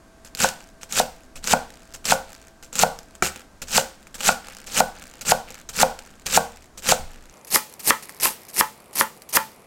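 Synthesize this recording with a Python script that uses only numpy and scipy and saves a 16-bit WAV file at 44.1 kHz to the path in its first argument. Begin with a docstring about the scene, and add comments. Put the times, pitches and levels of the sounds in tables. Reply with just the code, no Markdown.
"""A crisp crunch swells and ends in a knock on wood: a knife chopping garlic chives on a board.
Each stroke touches the leaves, bursts cells and fibres with growing force, strikes the board and rubs
back up past the bunch. Once, the bare edge clacks down and sweeps the pieces aside.
The place is a small, quiet kitchen with a faint appliance hum. The microphone first looks down on the
board; for the last, quicker strokes it stands low beside it."""
import sys
import numpy as np
from scipy import signal
from scipy.fft import rfft, irfft
from scipy.io import wavfile
from scipy.ndimage import uniform_filter1d

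SR = 44100
rng = np.random.default_rng(int(sys.argv[2]) if len(sys.argv) > 2 else 0)


def bounce(signal):
    """Save signal as a 16-bit WAV file at the path given by the first command-line argument."""
    frames = np.transpose(np.atleast_2d(signal))
    limited = np.clip(frames, -1, 1)
    pcm = np.round(limited * 32767).astype(np.int16)
    wavfile.write(sys.argv[1], SR, pcm)


N = 426006

MIC_MOVE_S, TAP_S = 7.335, 3.2235  # the microphone goes from above to beside; the bare edge is set down
HARD_PITCH_RATIO = 1.4  # a hard contact lifts the parts above this multiple of the knock's pitch

# Knife strokes at the board; levels in the tables are relative. (landing time [s], knock level [dB],
# knock pitch [Hz], hardness [dB], cut length [s], final crunch level [dB], slide decay [s],
# touch time [s], touch level [dB], rub level [dB], rub length [s])
STROKES = [ (0.4447, -2, 813, 2, 0.073, -18, 0.027, .247, -44, -55, .13),
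           (1.0004, 0, 740, -13, 0.11, -17, 0.014, .812, -46, -62.5, 0.14),
           (1.5360, 3, 782, -4, 0.11, -17.5, 0.0011, 1.356, -38.5, -54, .3),
           (2.1221, 1.5, 789, -0.5, 0.079, -15.5, 0.015, 1.938, -36, -50.5, .26),
           (2.8349, 3.5, 766, -6.5, 0.11, -16, 0.0035, 2.626, -44.5, -59.5, 0.26),
           (3.781, -2.5, 790, -1, 0.11, -15, 0.019, 3.618, -30, -61.5, 0.33),
           (4.2902, -1, 773, 4, 0.11, -16, 0.02, 4.143, -34.5, -43, 0.24),
           (4.8050, 2.5, 760, -7, .12, -15.5, 0.0018, 4.664, -36.5, -46, 0.28),
           (5.3204, 3.5, 762, -9.5, 0.07, -14.5, 0.0013, 5.211, -34.5, -44.5, .18),
           (5.831, 4, 780, -5.5, .1, -14.5, .001, 5.6895, -34, -51.5, 0.28),
           (6.3750, 3.5, 780, -6.5, 0.12, -14, 0.0061, 6.26, -31.5, -52.5, 0.16),
           (6.9218, .5, 747, -7, 0.1, -15.5, 0.015, 6.775, -37.5, -51, 0.37),
           (7.5593, -2.5, 1120, 7, 0.056, -13.5, 0.016, 7.47, -40.5, -51, 0.076),
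           (7.9058, 4.5, 1106, 6.5, 0.081, -13.5, .001, 7.794, -35, -46.5, 0.19),
           (8.2563, -4.5, 1020, 3, .058, -13.5, 0.026, 8.025, -39, -47.5, 0.14),
           (8.6096, 3, 1065, 3.5, 0.08, -14.5, 0.0037, 8.484, -39, -55, .2),
           (9.0104, 2, 1083, 5.5, 0.057, -14.5, 0.01, 8.93, -41, -55, .11),
           (9.371, 2, 1060, 5, 0.045, -13.5, .004, 9.29, -37, -60, 0.21)]
def chopping(beside, cells, ticks):
    """The strokes heard from one microphone position, beside the board or above it, as (leaves, wood)."""
    start, end = (MIC_MOVE_S, N / SR) if beside else (0, MIC_MOVE_S)
    strokes = [row for row in STROKES if start <= row[0] < end]
    force = pressing(strokes, swell_db_per_s=400 if beside else 289)
    rub = np.zeros(N)
    for time, *_, rub_db, rub_s in strokes:
        add(rub, time + .135, rubbing(rub_db, rub_s))  # the blade lifts just after the knock
    if start <= TAP_S < end:  # the pieces are shoved together, then the edge scrapes on
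        add(force, TAP_S, squeeze(-25, .065, shape=3.7))
        add(rub, TAP_S + .085, rubbing(-46.5, .12))
    snaps, tears = tough_fibres(start, end)
    force += tears
    tearing = force * cells + rub * ticks + snaps
    tearing += thin_fibres(force, rate=70, db=-2, exponent=.69)
    tearing += thin_fibres(rub, rate=12, db=-11.5, exponent=.44)
    wood = blows(strokes, beside) + board(strokes, tearing, beside) + judder(tearing, beside)
    return crunch(tearing, beside), wood


def pressing(strokes, swell_db_per_s, slide_db=-3.5, restart_s=.0036):
    """Force on the leaves: a touch, a swell that collapses at the wood, a return as the edge slides on."""
    force, t = np.zeros(N), seconds(.15)
    restart = 1 - np.exp(-t / restart_s)
    for time, _, _, _, cut_s, crunch_db, slide_s, touch_time, touch_db, _, _ in strokes:
        touch_s = .015 * 2 ** ((-26.5 - touch_db) / 17)  # a touch 17 dB softer lasts twice as long
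        add(force, touch_time, squeeze(touch_db, touch_s))
        depth_left = np.linspace(1, 0, len(seconds(cut_s)))
        add(force, time - cut_s, undb(crunch_db - swell_db_per_s * cut_s * depth_left ** 1.366))
        add(force, time, undb(crunch_db + slide_db) * restart * np.exp(-t / slide_s))
    return force


def squeeze(db, length, shape=2.0):
    """Leaves pressed together: a sudden start, then they give way."""
    return undb(db) * np.exp(-(seconds(3 * length) / length) ** shape)


# The edge on the wood, from above and from beside: (knock pitch multiple [x], level [dB], rise time [s])
BLOW_ABOVE = [(.29, -20.5, 0.0021), (0.681, -22.5, 0.0056), (1.001, -2, 0.001), (1.83, -8.5, 0.0018),
              (3.1, -23.5, 0.0013)]
BLOW_BESIDE = [(.33, -21, 0.0008), (1, -5, 0.00081), (1.68, -12.5, .0007), (2.9, -21, 0.00045)]
def blows(strokes, beside):
    """The edge lands: a few strong cycles, pitched by where it lands."""
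    sound, t = np.zeros(N), seconds(.02)
    for time, db, pitch_hz, hard_db, *_ in strokes:
        for multiple, part_db, rise_s in BLOW_BESIDE if beside else BLOW_ABOVE:
            gain = undb(db + part_db + hard_db * (multiple > HARD_PITCH_RATIO))
            pulse = t / rise_s * np.exp(1 - t / rise_s)
            add(sound, time, -gain * pulse * np.sin(2 * np.pi * pitch_hz * multiple * t))
    return sound


# Modes of the board, from above and from beside: (frequency [Hz], level [dB], t60 [s])
BOARD_ABOVE = [(156.2, -38, 0.48), (195, -35.5, 0.18), (227, -37, 0.33), (469, -38.5, 0.33),
               (525.5, -19, 0.18), (575, -34.5, 0.2), (596.8, -24.5, 0.18), (676, -23, 0.11),
               (701.6, -30.5, 0.086), (774.5, -21.5, 0.06), (810, -23.5, 0.088), (936, -55, 0.44),
               (1127, -37, 0.33), (1426, -29, 0.082), (1450, -38, 0.25), (1473, -29, 0.23),
               (1536, -33, 0.24)]
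BOARD_BESIDE = [(151, -47, 0.34), (219.3, -34, 0.29), (462, -24.5, 0.079), (540.5, -24, 0.075),
                (869.4, -24.5, 0.2), (903, -26, 0.11), (976, -44, 0.1), (1086, -7.5, 0.028),
                (1163, -46, 0.054), (1300, -26, 0.14), (1364, -20.5, 0.056), (1408, -16, 0.04),
                (1502, -34, 0.1), (1790, -50, 0.16), (1900, -58, .16), (2000, -56, 0.12),
                (2400, -29.5, 0.077), (2730, -36, 0.16)]
def board(strokes, tearing, beside, build_s=.0016, damping_s=.083):
    """The board rings after each knock, and the tearing leaves shake it through the blade."""
    modes, ring_db, shake_db = (BOARD_BESIDE, -4, -15.5) if beside else (BOARD_ABOVE, -1, -9)
    damped = ring(modes, .2) * np.exp(-seconds(.2) / damping_s)  # the pressing blade damps the wood
    sound = undb(shake_db) * through(tearing, damped / np.linalg.norm(damped))
    build = 1 - np.exp(-seconds(.4) / build_s)
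    for time, db, pitch_hz, hard_db, *_ in strokes:
        struck = []
        for hz, mode_db, t60 in modes:
            # each landing spot and hand pressure favours other modes and detunes them a little
            detune, lift_db = rng.standard_normal(2) * [.008, 2.5]
            lift_db += hard_db / 2 * (hz > HARD_PITCH_RATIO * pitch_hz)
            struck.append((hz * (1 + detune), mode_db + lift_db, t60))
        add(sound, time, undb(db + ring_db) * build * ring(struck, .4))
    return sound


# Colour of the bursting cells, from above and from beside: (frequency [Hz], level [dB])
CRUNCH_ABOVE = [(100, -27), (400, -27.5), (1000, -4.5), (1500, 5.5), (2000, -1.5), (2500, -0.5), (3300, -5),
                (5000, -3), (7500, 1.5), (9500, -7.5), (13000, -9.5), (16000, -15)]
CRUNCH_BESIDE = [(40, -39), (100, -13.5), (400, -4.5), (700, -5), (1000, -4), (2100, 0), (3300, -9.5),
                 (5000, -2), (7000, -3), (9000, 0), (12000, 2.5), (14000, -4), (16000, -14)]
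def crunch(tearing, beside):
    """The tearing leaves as they reach the microphone directly."""
    return through(tearing, colour(CRUNCH_BESIDE if beside else CRUNCH_ABOVE))


def cell_bursts(rate, spread_db, burst_s, fizz, tint_db):
    """Cells pop at random moments, each of its own size and brightness, over a fizz of tiny ones."""
    count, sound = int(rate * N / SR), 0
    moments = rng.integers(0, N, count)
    sizes_db = spread_db * np.minimum(rng.exponential(size=count), 3)
    edges_hz = np.geomspace(1000, 20000, num=5)
    edges_hz[0] = 0
    for low, high in zip(edges_hz, edges_hz[1:]):
        gains = undb(sizes_db + tint_db * rng.standard_normal(count))
        power = linger(np.bincount(moments, gains ** 2, N), burst_s)
        envelope = np.sqrt(fizz + (1 - fizz) * power / power.mean())
        sound += band(rng.standard_normal(N), low, high) * envelope
    return sound


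def leaf_pops(rate, low_hz, high_hz, ring_s, spread_db=3):
    """Hollow leaves pop with a few cycles at their own pitch; rms 1."""
    count, t = int(rate * N / SR), seconds(.0082)
    when, pitch, size = rng.random((count, 3)).T[:, :, None]
    hz = low_hz * (high_hz / low_hz) ** pitch
    gains = undb(-spread_db * np.log(np.maximum(size, .05)))
    pops = gains * np.sin(2 * np.pi * hz * t) * np.exp(-t / ring_s)
    samples = (when * N).astype(int) + np.arange(len(t))
    sound = np.bincount(samples.ravel(), pops.ravel(), N)[:N]
    return sound / sound.std()


# The toughest fibres breaking at the board: (time [s], level [dB], pitch [Hz])
SNAPS = [(.35, -12, 4900), (.402, -6, 7400), (.4878, -7.5, 6840), (0.8322, -18, 6460), (.924, -7.5, 6700),
         (1.442, -13, 4290), (1.474, -6.5, 6300), (2.0545, -6.5, 5600), (2.729, -19.5, 7200),
         (2.755, -8, 7050), (2.791, -2, 7170), (2.989, -20, 5200), (3.1524, -26.5, 7650), (3.36, -21, 2650),
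         (4.07, -27, 2400), (4.206, -13, 2970), (4.485, -25, 2250), (4.7725, -12, 6390),
         (5.021, -23.5, 2340), (5.211, -18.5, 6340), (5.7998, -4.5, 7800), (5.9906, -19, 3150),
         (6.2658, -9, 6330), (6.8892, -1, 2320), (7.448, -23, 5920), (7.875, -2, 10500), (8.094, -19, 1960),
         (8.2004, -15.5, 5700), (8.955, -10.5, 11900), (9.22, -23, 4500), (9.339, -12, 8660)]
def tough_fibres(start, end, snap_db=-7.5, tear_db=-23, tear_s=.0086):
    """Each tough fibre snaps and tears a few cells around it; gives (snaps, force on those cells)."""
    snaps, tears = np.zeros(N), np.zeros(N)
    for time, db, hz in SNAPS:
        if start <= time < end:
            add(snaps, time, undb(db + snap_db) * snap(hz))
            add(tears, time, squeeze(db + tear_db, tear_s))
    return snaps, tears


def thin_fibres(pressure, rate, db, exponent, spread_db=4, low_hz=2300, high_hz=10000):
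    """Thin fibres snap at random, louder the harder the leaves are pressed."""
    sound, count = np.zeros(N), int(rate * N / SR)
    for when, pitch, size in rng.random((count, 3)):
        gain = undb(db + spread_db * (2 * size - 2.5)) * pressure[int(when * N)] ** exponent
        add(sound, when * N / SR, gain * snap(low_hz * (high_hz / low_hz) ** pitch))
    return sound


def snap(hz, decay_s=.00068):
    """A fibre breaks: a tiny crack with a hint of pitch."""
    t = seconds(.0034)
    return (rng.standard_normal(len(t)) + np.sin(2 * np.pi * hz * t)) * np.exp(-t / decay_s)


def judder(tearing, beside):
    """The blade judders in the bunch: a dull murmur under each cut."""
    murmur = colour([(60, -38.5), (130, -17.5), (200, -3.5), (250, -.5), (330, -38.5), (700, -50)], 4096)
    return undb(-19.5 if beside else -14.5) * through(tearing, murmur)


def rubbing(db, length, fade_db_per_s=26):
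    """Pressure of the blade rubbing along the leaves, ever more lightly."""
    t = seconds(length)
    return undb(db - fade_db_per_s * t) * signal.windows.tukey(len(t), .18)


def slips(rate, slip_s, spread_db, uneven=.38):
    """The wet blade sticks and slips in a loose rhythm, one dry tick a slip; rms 1."""
    gaps, sizes = rng.standard_normal((int(rate * N / SR), 2)).T
    elapsed = np.cumsum(np.exp(uneven * gaps))
    moments = (elapsed / elapsed[-1] * (N - 1)).astype(int)
    power = linger(np.bincount(moments, undb(spread_db * sizes) ** 2, N), slip_s)
    return rng.standard_normal(N) * np.sqrt(power / power.mean())


# Steel on bare wood, heard from above: (frequency [Hz], level [dB], t60 [s])
TAP_MODES = [(75, -36.5, 0.33), (213, -24.5, 0.081), (380, -15.5, 0.034), (730, -15, 0.033),
             (990, -14.5, 0.013), (1350, -4.5, 0.016), (1490, -17, 0.024), (1810, -17, 0.022),
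             (2320, -14.5, 0.025)]
def tap(db=4, build_s=.00085):
    """The edge is set down once with a dry clack, to sweep the pieces aside."""
    sound = np.zeros(N)
    build = 1 - np.exp(-seconds(.3) / build_s)
    add(sound, TAP_S, undb(db) * build * ring(TAP_MODES, .3))
    return sound


# The hand leaning on the board: (time [s], level [dB])
LEANS = [(1.362, -44.5), (6.997, -36), (7.061, -37.5)]
# Modes of the counter under the board: (frequency [Hz], level [dB], t60 [s])
COUNTER_MODES = [(21.55, 6, 0.97), (47.4, -8, 0.44), (69.7, 0, 1), (88, -23, 0.14), (133, -7, 0.52)]
def counter(knock_push_db=-49, touch_push_db=-15):
    """Strokes and the leaning hand rock the counter, which rumbles at the overhead microphone."""
    pushes = np.zeros(N)
    for time, db in LEANS:
        add(pushes, time, undb([db]))
    for time, db, *_, touch_time, touch_db, _, _ in STROKES:
        if time < MIC_MOVE_S:
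            add(pushes, touch_time, undb([touch_db + touch_push_db]))
            add(pushes, time, undb([db + knock_push_db]))
    return through(pushes, ring(COUNTER_MODES, 1))


def cupboards(direct, tail_db, echo_s, echo_db, t60, gap_s=.0023):
    """The knock reaches the microphone directly, then off a nearby surface and as a short diffuse tail."""
    t = seconds(.5)
    response = rng.standard_normal(len(t)) * np.exp(-np.log(1000) * t / t60) * (t > gap_s)
    response *= undb(tail_db) / np.linalg.norm(response)
    response[int(echo_s * SR)] += undb(echo_db)
    return direct + through(direct, response)


def walls(direct, tail_db, t60=.48, treble_loss=.46):
    """The crunch comes back from the kitchen walls as a smooth wash; its top dies first."""
    edges_hz, tail = [400, 1700, 4000, 6500, 9000, 16000], 0
    for low, high in zip(edges_hz, edges_hz[1:]):
        noise = band(rng.standard_normal(N), low, high)
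        decay_s = t60 / np.log(1000) / (1 + treble_loss * low / 9000)
        power = linger(band(direct, low, high) ** 2, decay_s)
        tail += noise / noise.std() * np.sqrt(power)
    return direct + undb(tail_db) * tail


# Room tone above the board and beside it: (frequency [Hz], level [dB])
ROOM_ABOVE = [(25, 6), (55, 2.5), (120, -6.5), (270, -2.5), (520, -11), (660, -8), (900, -12),
              (1500, -14.5), (2000, -19.5), (3000, -25), (7000, -24), (10000, -29.5), (16000, -39.5)]
ROOM_BESIDE = [(25, -12), (70, -3.5), (200, 0.5), (300, -3), (450, 1.5), (700, -1.5), (1200, -5.5),
               (1700, -15), (2400, -11), (3200, -20), (6000, -25), (11000, -18.5), (16000, -41)]
def room_tone(beside, db=-50.5):
    """Soft, steady kitchen noise around the microphone."""
    response = colour(ROOM_BESIDE if beside else ROOM_ABOVE, size=4096)
    return undb(db) * through(rng.standard_normal(N), response)


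# A faint background hum, tone by tone: (frequency [Hz], level [dB], time it falls silent [s])
HUM_TONES = [(659, -64, 3.25), (659, -72, 7.335), (1570, -66.5, 6.4)]
def appliance_hum(waver_rad=.3, fade_s=.016):
    """Faint, slightly unsteady tones that drop in level or fall silent at set moments."""
    t, sound = np.arange(N) / SR, 0
    drift = waver_rad * wander(rate=11)
    for hz, db, stop in HUM_TONES:
        running = np.clip((stop - t) / fade_s, 0, 1)
        sound += np.sqrt(2) * undb(db) * np.sin(2 * np.pi * hz * t + drift) * running
    return sound


def undb(db):
    """Decibels to gain."""
    return 10 ** (np.asarray(db) / 20)


def seconds(length):
    """Time axis of the given length."""
    return np.arange(max(int(length * SR), 8)) / SR


def add(track, start, sound):
    """Mix a sound into a track at a time."""
    i = int(np.clip(start * SR, 0, N - 1))
    track[i:i + len(sound)] += sound[:N - i]


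def through(x, response):
    """Pass a sound through an impulse response."""
    return signal.oaconvolve(x, response)[:N]


def colour(points, size=1024):
    """Causal response of unit energy with the outline (frequency [Hz], level [dB])."""
    hz, db = np.transpose(points)
    bins_hz = np.arange(size // 2 + 1) * SR / size + 1
    outline_db = np.interp(np.log(bins_hz), np.log(hz), db)
    cepstrum = irfft(np.log(undb(outline_db)))
    cepstrum[1:size // 2] *= 2  # fold to minimum phase
    cepstrum[size // 2 + 1:] = 0
    response = irfft(np.exp(rfft(cepstrum)))
    return response / np.linalg.norm(response)


def ring(modes, length):
    """Decaying sines of a struck body."""
    t = seconds(length)
    return sum(undb(db) * np.sin(2 * np.pi * hz * t) * np.exp(-np.log(1000) * t / t60)
               for hz, db, t60 in modes)


def wander(rate):
    """Smooth random drift of spread 1."""
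    hold = int(SR / rate)
    steps = np.repeat(rng.standard_normal(N // hold + 1), hold)
    drift = uniform_filter1d(steps, hold)[:N]
    return drift / drift.std()


def band(x, low_hz, high_hz):
    """Band-pass filter."""
    edges_hz = np.clip([low_hz, high_hz], 10, .48 * SR)
    return signal.sosfilt(signal.butter(2, edges_hz, "band", fs=SR, output="sos"), x)


def linger(power, decay_s):
    """Let power die away exponentially, keeping its total."""
    keep = np.exp(-2 / (decay_s * SR))
    return signal.lfilter([1 - keep], [1, -keep], power + 1e-18)


def scene():
    """One microphone in the kitchen: above the board, then low beside it."""
    cells = .8 * cell_bursts(rate=800, spread_db=2.7, burst_s=.0006, fizz=.2, tint_db=3)
    cells += .6 * leaf_pops(rate=1500, low_hz=2500, high_hz=15000, ring_s=.0011, spread_db=2.5)
    ticks = slips(rate=65, slip_s=.0017, spread_db=4)
    ticks += .45 * leaf_pops(rate=600, low_hz=1700, high_hz=5000, ring_s=.0006)
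    leaves_above, wood_above = chopping(beside=False, cells=cells, ticks=ticks)
    leaves_beside, wood_beside = chopping(beside=True, cells=cells, ticks=ticks)
    sound = walls(leaves_above + leaves_beside, tail_db=-14)
    sound += cupboards(wood_above + tap(), tail_db=-10.5, echo_s=.011, echo_db=-16.5, t60=.35)
    sound += cupboards(wood_beside, tail_db=-8.5, echo_s=.0046, echo_db=-39, t60=.21)
    overhead = np.clip((MIC_MOVE_S - np.arange(N) / SR) / .02, 0, 1)
    sound += overhead * (counter() + room_tone(beside=False))
    sound += (1 - overhead) * room_tone(beside=True)
    return (sound + appliance_hum())[None]


def record(dry):
    """The recorder flattens the tops of the hardest knocks and cuts the highest treble."""
    top_hz, ceiling = 16000, .82
    low_pass = signal.ellip(10, .2, 70, top_hz, fs=SR, output="sos")
    sound = signal.sosfilt(low_pass, dry)
    rounded = sound / (1 + (sound / ceiling) ** 8) ** (1 / 8)
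    return signal.sosfilt(low_pass, rounded)


dry = scene()
out = record(dry)
bounce(out)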